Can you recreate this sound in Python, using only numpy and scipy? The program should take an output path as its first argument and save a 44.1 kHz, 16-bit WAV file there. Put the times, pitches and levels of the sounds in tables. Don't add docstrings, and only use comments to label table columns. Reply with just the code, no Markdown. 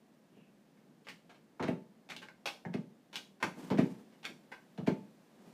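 import sys
import numpy as np
from scipy import signal
from scipy.fft import rfft, irfft, next_fast_len
from scipy.io import wavfile
from scipy.ndimage import uniform_filter1d

SR = 44100
rng = np.random.default_rng(int(sys.argv[2]) if len(sys.argv) > 2 else 0)


def file_out(sig):
    cols = np.atleast_2d(sig).T
    lim = np.clip(cols, -1, 1)
    pcm = np.round(lim * 32767).astype(np.int16)
    wavfile.write(sys.argv[1], SR, pcm)


N = 244204


def undb(db):
    return 10 ** (np.asarray(db) / 20)

def seconds(length):
    return np.arange(int(length * SR)) / SR

def at_hz(points, hz):
    f, value = np.transpose(points)
    return np.interp(np.log(np.maximum(hz, 1)), np.log(f), value)

def unit(x):
    return x / np.sqrt(np.sum(x ** 2))

def butter(hz, kind="low"):
    return signal.butter(2, hz, kind, fs=SR, output="sos")

def colour(x, points, size=2048):
    cepstrum = irfft(np.log(undb(at_hz(points, np.fft.rfftfreq(size, 1 / SR)))))
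    cepstrum[1:size // 2] *= 2
    cepstrum[size // 2 + 1:] = 0
    return signal.fftconvolve(x, irfft(np.exp(rfft(cepstrum))))[:len(x)]

def noise(points):
    return unit(colour(rng.standard_normal(N), points)) * np.sqrt(N)

def wander(rate_hz):
    k = int(SR / rate_hz)
    return uniform_filter1d(np.repeat(rng.standard_normal(N // k + 1), k), k)[:N]

def fade(t, t60):
    return np.exp(-np.log(1000) * t / t60)

def ring(modes, t, scatter_db):
    return sum(undb(db + scatter_db * rng.standard_normal()) * fade(t, t60) * np.cos(2 * np.pi * hz * t)
               for hz, db, t60 in modes)

def add(out, s, x):
    i = int(s * SR)
    out[i:i + len(x)] += x[:N - i]


# frequency in Hz, level in dB.
AIR_SPECTRUM = [(18, -47), (30, -23), (32, -17), (89, -22), (150, 1.5), (205, 6), (296, -2), (629, -15.5),
                (716, -18.5), (774, -21.5), (1440, -36), (1560, -34.5), (2310, -40.5), (15000, -54.5)]

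def air(rumble_db=-67, hiss_db=-72.5, step_s=3.42, step_db=3.5):
    bed = noise(AIR_SPECTRUM)
    rumble = unit(signal.sosfilt(butter(1200), bed)) * undb(rumble_db + 1.14 * wander(7.3))
    hiss = unit(signal.sosfilt(butter(1500, "high"), bed))
    hiss *= undb(hiss_db + step_db * (np.arange(N) / SR > step_s))
    return np.sqrt(N) * (rumble - hiss)

def squeak(s=.305, length_s=0.2, start_hz=2900, end_hz=2500, db=-75):
    out, t = np.zeros(N), seconds(length_s)
    hz = np.interp(t, [0, length_s], [start_hz, end_hz]) * (1 + .11 * wander(1500)[:len(t)])
    swell = undb(db) * np.sin(np.pi * t / length_s)
    add(out, s, swell * np.sin(2 * np.pi * np.cumsum(hz) / SR))
    return room(out, wet_db=2, gap_s=0.0045)

# frequency in Hz, reverberation time in seconds.
REVERB_TIMES = [(100, 0.4), (250, 0.46), (600, 0.31), (1500, 0.24), (4000, 0.29), (12000, 0.38)]

def room(x, wet_db, gap_s):
    t = seconds(.5)
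    spectrum = rfft(rng.standard_normal(len(t)))
    octave = np.log2(np.clip(np.fft.rfftfreq(len(t), 1 / SR), 125, 16000) / 125)
    early = 0.96 * fade(t, 0.077)
    tail = 0
    for k in range(8):
        band = irfft(spectrum * np.maximum(1 - abs(octave - k), 0), len(t))
        tail += band * (fade(t, at_hz(REVERB_TIMES, 125 * 2 ** k)) + early)
    tail = unit(tail * (1 - np.exp(-t / gap_s)))
    return x + undb(wet_db) * signal.oaconvolve(x, tail)[:len(x)]

def pad_blow(s, db):
    corner_hz = min(294 * 2 ** ((db + 61) / 13), SR / 10)
    return blow(s, db, corner_hz, boom_db=3.5, knock_db=10.5)

# start in seconds, relative level in dB.
FOOTFALLS = [(.312, -56), (.360, -54), (3.569, -46), (4.283, -48.5)]

def steps():
    return [pad_blow(s, db) for s, db in FOOTFALLS]

# frequency in Hz, level in dB, 60 dB decay time in seconds.
BOOM_MODES = [(131, -34, 1), (141.2, -23, 0.7), (170.9, 3, 0.087), (198.5, 3.5, 0.11), (218, 0.5, 0.28),
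              (253.2, 2.5, 0.21), (255, -17, 0.21), (334.6, -11, 0.21), (382.2, -6.5, 0.37),
              (406.4, -11, 0.32), (471, -22.5, 0.51), (606, -9, 0.32), (645.5, 0.5, 0.12), (877, -10, 0.4)]
# frequency in Hz, level in dB.
KNOCK_SPECTRUM = [(60, -16), (150, 0), (300, 7.5), (600, 0), (1200, -3), (2500, -1), (6000, 0.5),
                  (15000, -22)]

def blow(s, db, corner_hz, boom_db, knock_db):
    t = seconds(.25)
    boom = unit(ring(BOOM_MODES, t, scatter_db=-1.8))
    envelope = (1 - np.exp(-t / 0.0043)) * (fade(t, 0.13) + 1.24 * fade(t, 0.28))
    knock = unit(colour(rng.standard_normal(len(t)) * envelope, KNOCK_SPECTRUM))
    struck = colour(boom + undb(knock_db) * knock, [(160, boom_db), (300, 0)])
    cushioned = signal.sosfilt(butter(corner_hz), struck)
    return s, undb(db + 27) * unit(cushioned)

def bend(x, travel_s):
    size = next_fast_len(len(x) + SR // 2)
    hz = np.fft.rfftfreq(size, 1 / SR)
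    phase_lag = 4 * np.pi * travel_s * np.sqrt(200 * hz)
    return irfft(rfft(x, size) * np.exp(-1j * phase_lag), size)[:len(x)]

def thumps(blows, round_trip_s=.0395):
    boards = np.zeros(N)
    for s, sound in blows:
        add(boards, s, sound)
    out = signal.sosfilt(butter(115, "high"), bend(boards, travel_s=.013))
    echo = undb(-0.5) * signal.sosfiltfilt(butter([129, 220.4], "band"), out)
    add(out, round_trip_s, echo)
    return room(out, wet_db=-16.5, gap_s=0.038)

# start in seconds, relative level in dB, brightness in dB.
CLAW_GRAZES = [(.771, -67, -3), (1.046, -69.5, 11), (1.294, -52, -3.5), (1.345, -62, 0), (2.089, -49.5, 6),
               (3.129, -47, 6), (3.402, -50.5, -2), (4.124, -66, 3.5), (4.230, -54, 9)]

def grazes():
    return [scratch(s, db, bright_db, hollow_db=6, skid_s=0.03) for s, db, bright_db in CLAW_GRAZES]

# frequency in Hz, level in dB, 60 dB decay time in seconds.
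NAIL_MODES = [(840, -30, 0.029), (1020, -53, 0.058), (1570, -22.5, 0.022), (2176, -24.5, 0.014),
              (2900, -33, 0.062), (3115, -45, 0.13), (3303.6, -54, 0.041)]
# frequency in Hz, level in dB.
NAIL_SPECTRUM = [(60, -21.5), (200, -11), (450, -4), (900, -3.5), (1600, -3.5), (2400, -0.5), (3300, -5),
                 (4500, -9), (6000, -13), (8000, -19.5), (11000, -24.5), (15000, -30)]

def scratch(s, db, bright_db, hollow_db, skid_s, catches_per_s=3400):
    t = seconds(.1)
    catches = rng.random(len(t)) < catches_per_s / SR
    slips = catches * rng.standard_normal(len(t)) * np.exp(-(t / skid_s) ** 2)
    slips[0] += .7
    ticks = unit(slips)
    modes = undb(-12) * ring(NAIL_MODES, t, scatter_db=2.5)
    tap = colour(ticks + signal.fftconvolve(ticks, modes)[:len(t)], NAIL_SPECTRUM)
    edge_db = -1.5 + 0.78 * bright_db
    tone = [(120, 0), (350, hollow_db), (900, hollow_db), (1800, 0.012), (3200, bright_db), (6500, edge_db)]
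    return s, undb(db + 30.5) * colour(tap, tone)

def claws(scratches, spot_count=14):
    spots = np.zeros((spot_count, N))
    for k, (s, sound) in enumerate(scratches):
        add(spots[k % spot_count], s, sound)
    return sum(room(spot, wet_db=1.5, gap_s=0.0019) for spot in spots)

GIVE_S = .003
# start in seconds,
# relative claw level in dB, hollow band gain in dB, # brightness in dB, skid time in seconds, relative pad
# level in dB.
PAW_STRIKES = [(1.069, -45.5, 1, -7, 0.012, -67), (1.086, -39.5, -6.5, -2, 0.016, -54.5),
               (1.626, -42.5, 10.5, 0.5, 0.0088, -31.5), (2.099, -39.5, -4.5, -1.5, 0.017, -58),
               (2.165, -53.5, 7.5, 16, 0.003, -56), (2.218, -45, 2.5, -2.5, 0.024, -55.5),
               (2.457, -36, 9, 9.5, 0.026, -56), (3.157, -41, 1, 12.5, 0.009, -51.5),
               (3.427, -25, 2, -7, 0.0053, -33.5), (4.245, -36.5, -8.5, -11, .024, -55.5),
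               (4.517, -39.5, 0, -9, 0.024, -69)]

def swipes():
    blows, scratches = [], []
    for s, claw_db, hollow_db, bright_db, skid_s, pad_db in PAW_STRIKES:
        blows.append(pad_blow(s - GIVE_S, pad_db))
        scratches.append(scratch(s, claw_db, bright_db, hollow_db, skid_s))
    return blows, scratches

# start in seconds; the fore paws' relative level, boom gain, relative nail
# level and nail brightness, all in dB; the hind paws' delay in seconds, relative level in dB, corner in Hz.
FLOOR_LANDINGS = [(1.596, -30.5, 2, -41, -17, .085, -25.5, 553),
                  (2.651, -35, 13.5, -40.5, -22, .089, -29, 474),
                  (3.703, -23, 4.5, -39.5, -3.5, .079, -17.5, 390),
                  (4.777, -33, 12, -60.5, 8.5, .095, -21, 550)]

def landings(toe_lead_s=.007, skid_s=0.0071):
    blows, scratches = [], []
    hind_tone = dict(bright_db=-7.5, hollow_db=-8)
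    for s, fore_db, boom_db, nail_db, bright_db, delay_s, hind_db, hind_hz in FLOOR_LANDINGS:
        blows.append(blow(s - GIVE_S, fore_db, corner_hz=660, boom_db=boom_db, knock_db=12))
        scratches.append(scratch(s, nail_db, bright_db, hollow_db=7.5, skid_s=0.006))
        hind_s = s + delay_s
        blows.append(blow(hind_s - GIVE_S, hind_db, hind_hz, boom_db=-1, knock_db=1))
        weight_db = hind_db + 24.5
        loaded_skid_s = skid_s * 2 ** (weight_db / 5.5)
        scratches.append(scratch(hind_s, -36.5 + 0.67 * weight_db, skid_s=loaded_skid_s, **hind_tone))
        scratches.append(scratch(hind_s - toe_lead_s, hind_db - 24, skid_s=skid_s, **hind_tone))
    return blows, scratches

# start in seconds, relative level in dB, brightness in dB.
NAIL_SNAGS = [(2.12, -45.5, 0.5), (2.286, -48.5, -8.5), (3.438, -37, -2.5), (4.252, -39.5, 5)]

def snags():
    return [scratch(s, db, bright_db, hollow_db=0.5, skid_s=0.0029) for s, db, bright_db in NAIL_SNAGS]

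# frequency in Hz, level in dB.
FUR_SPECTRUM = [(40, -23), (90, -33), (160, 8), (320, -3), (600, -11), (900, -13.5), (1500, -20.5),
                (4000, -27.5), (8000, -31.5), (15000, -39)]
# peak time in seconds, level in dB, half length in seconds.
FUR_BRUSHES = [(3.634, -45.5, 0.067), (3.868, -52.5, 0.15), (5.56, -57, 0.17)]

def brushes():
    t = np.arange(N) / SR
    swell = sum(undb(db) * np.exp(-((t - s) / half_s) ** 2) for s, db, half_s in FUR_BRUSHES)
    grip_db = 2 * wander(70)
    return noise(FUR_SPECTRUM) * swell * undb(grip_db)

def scene():
    swipe_blows, swipe_scratches = swipes()
    landing_blows, landing_scratches = landings()
    paws = thumps(steps() + swipe_blows + landing_blows)
    nails = claws(landing_scratches + swipe_scratches + grazes() + snags())
    return (air() + squeak() + paws + nails + brushes())[None]

def record(dry, top_hz=15200):
    return signal.sosfilt(signal.ellip(10, .2, 80, top_hz, fs=SR, output="sos"), dry)


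dry = scene()
out = record(dry)
file_out(out)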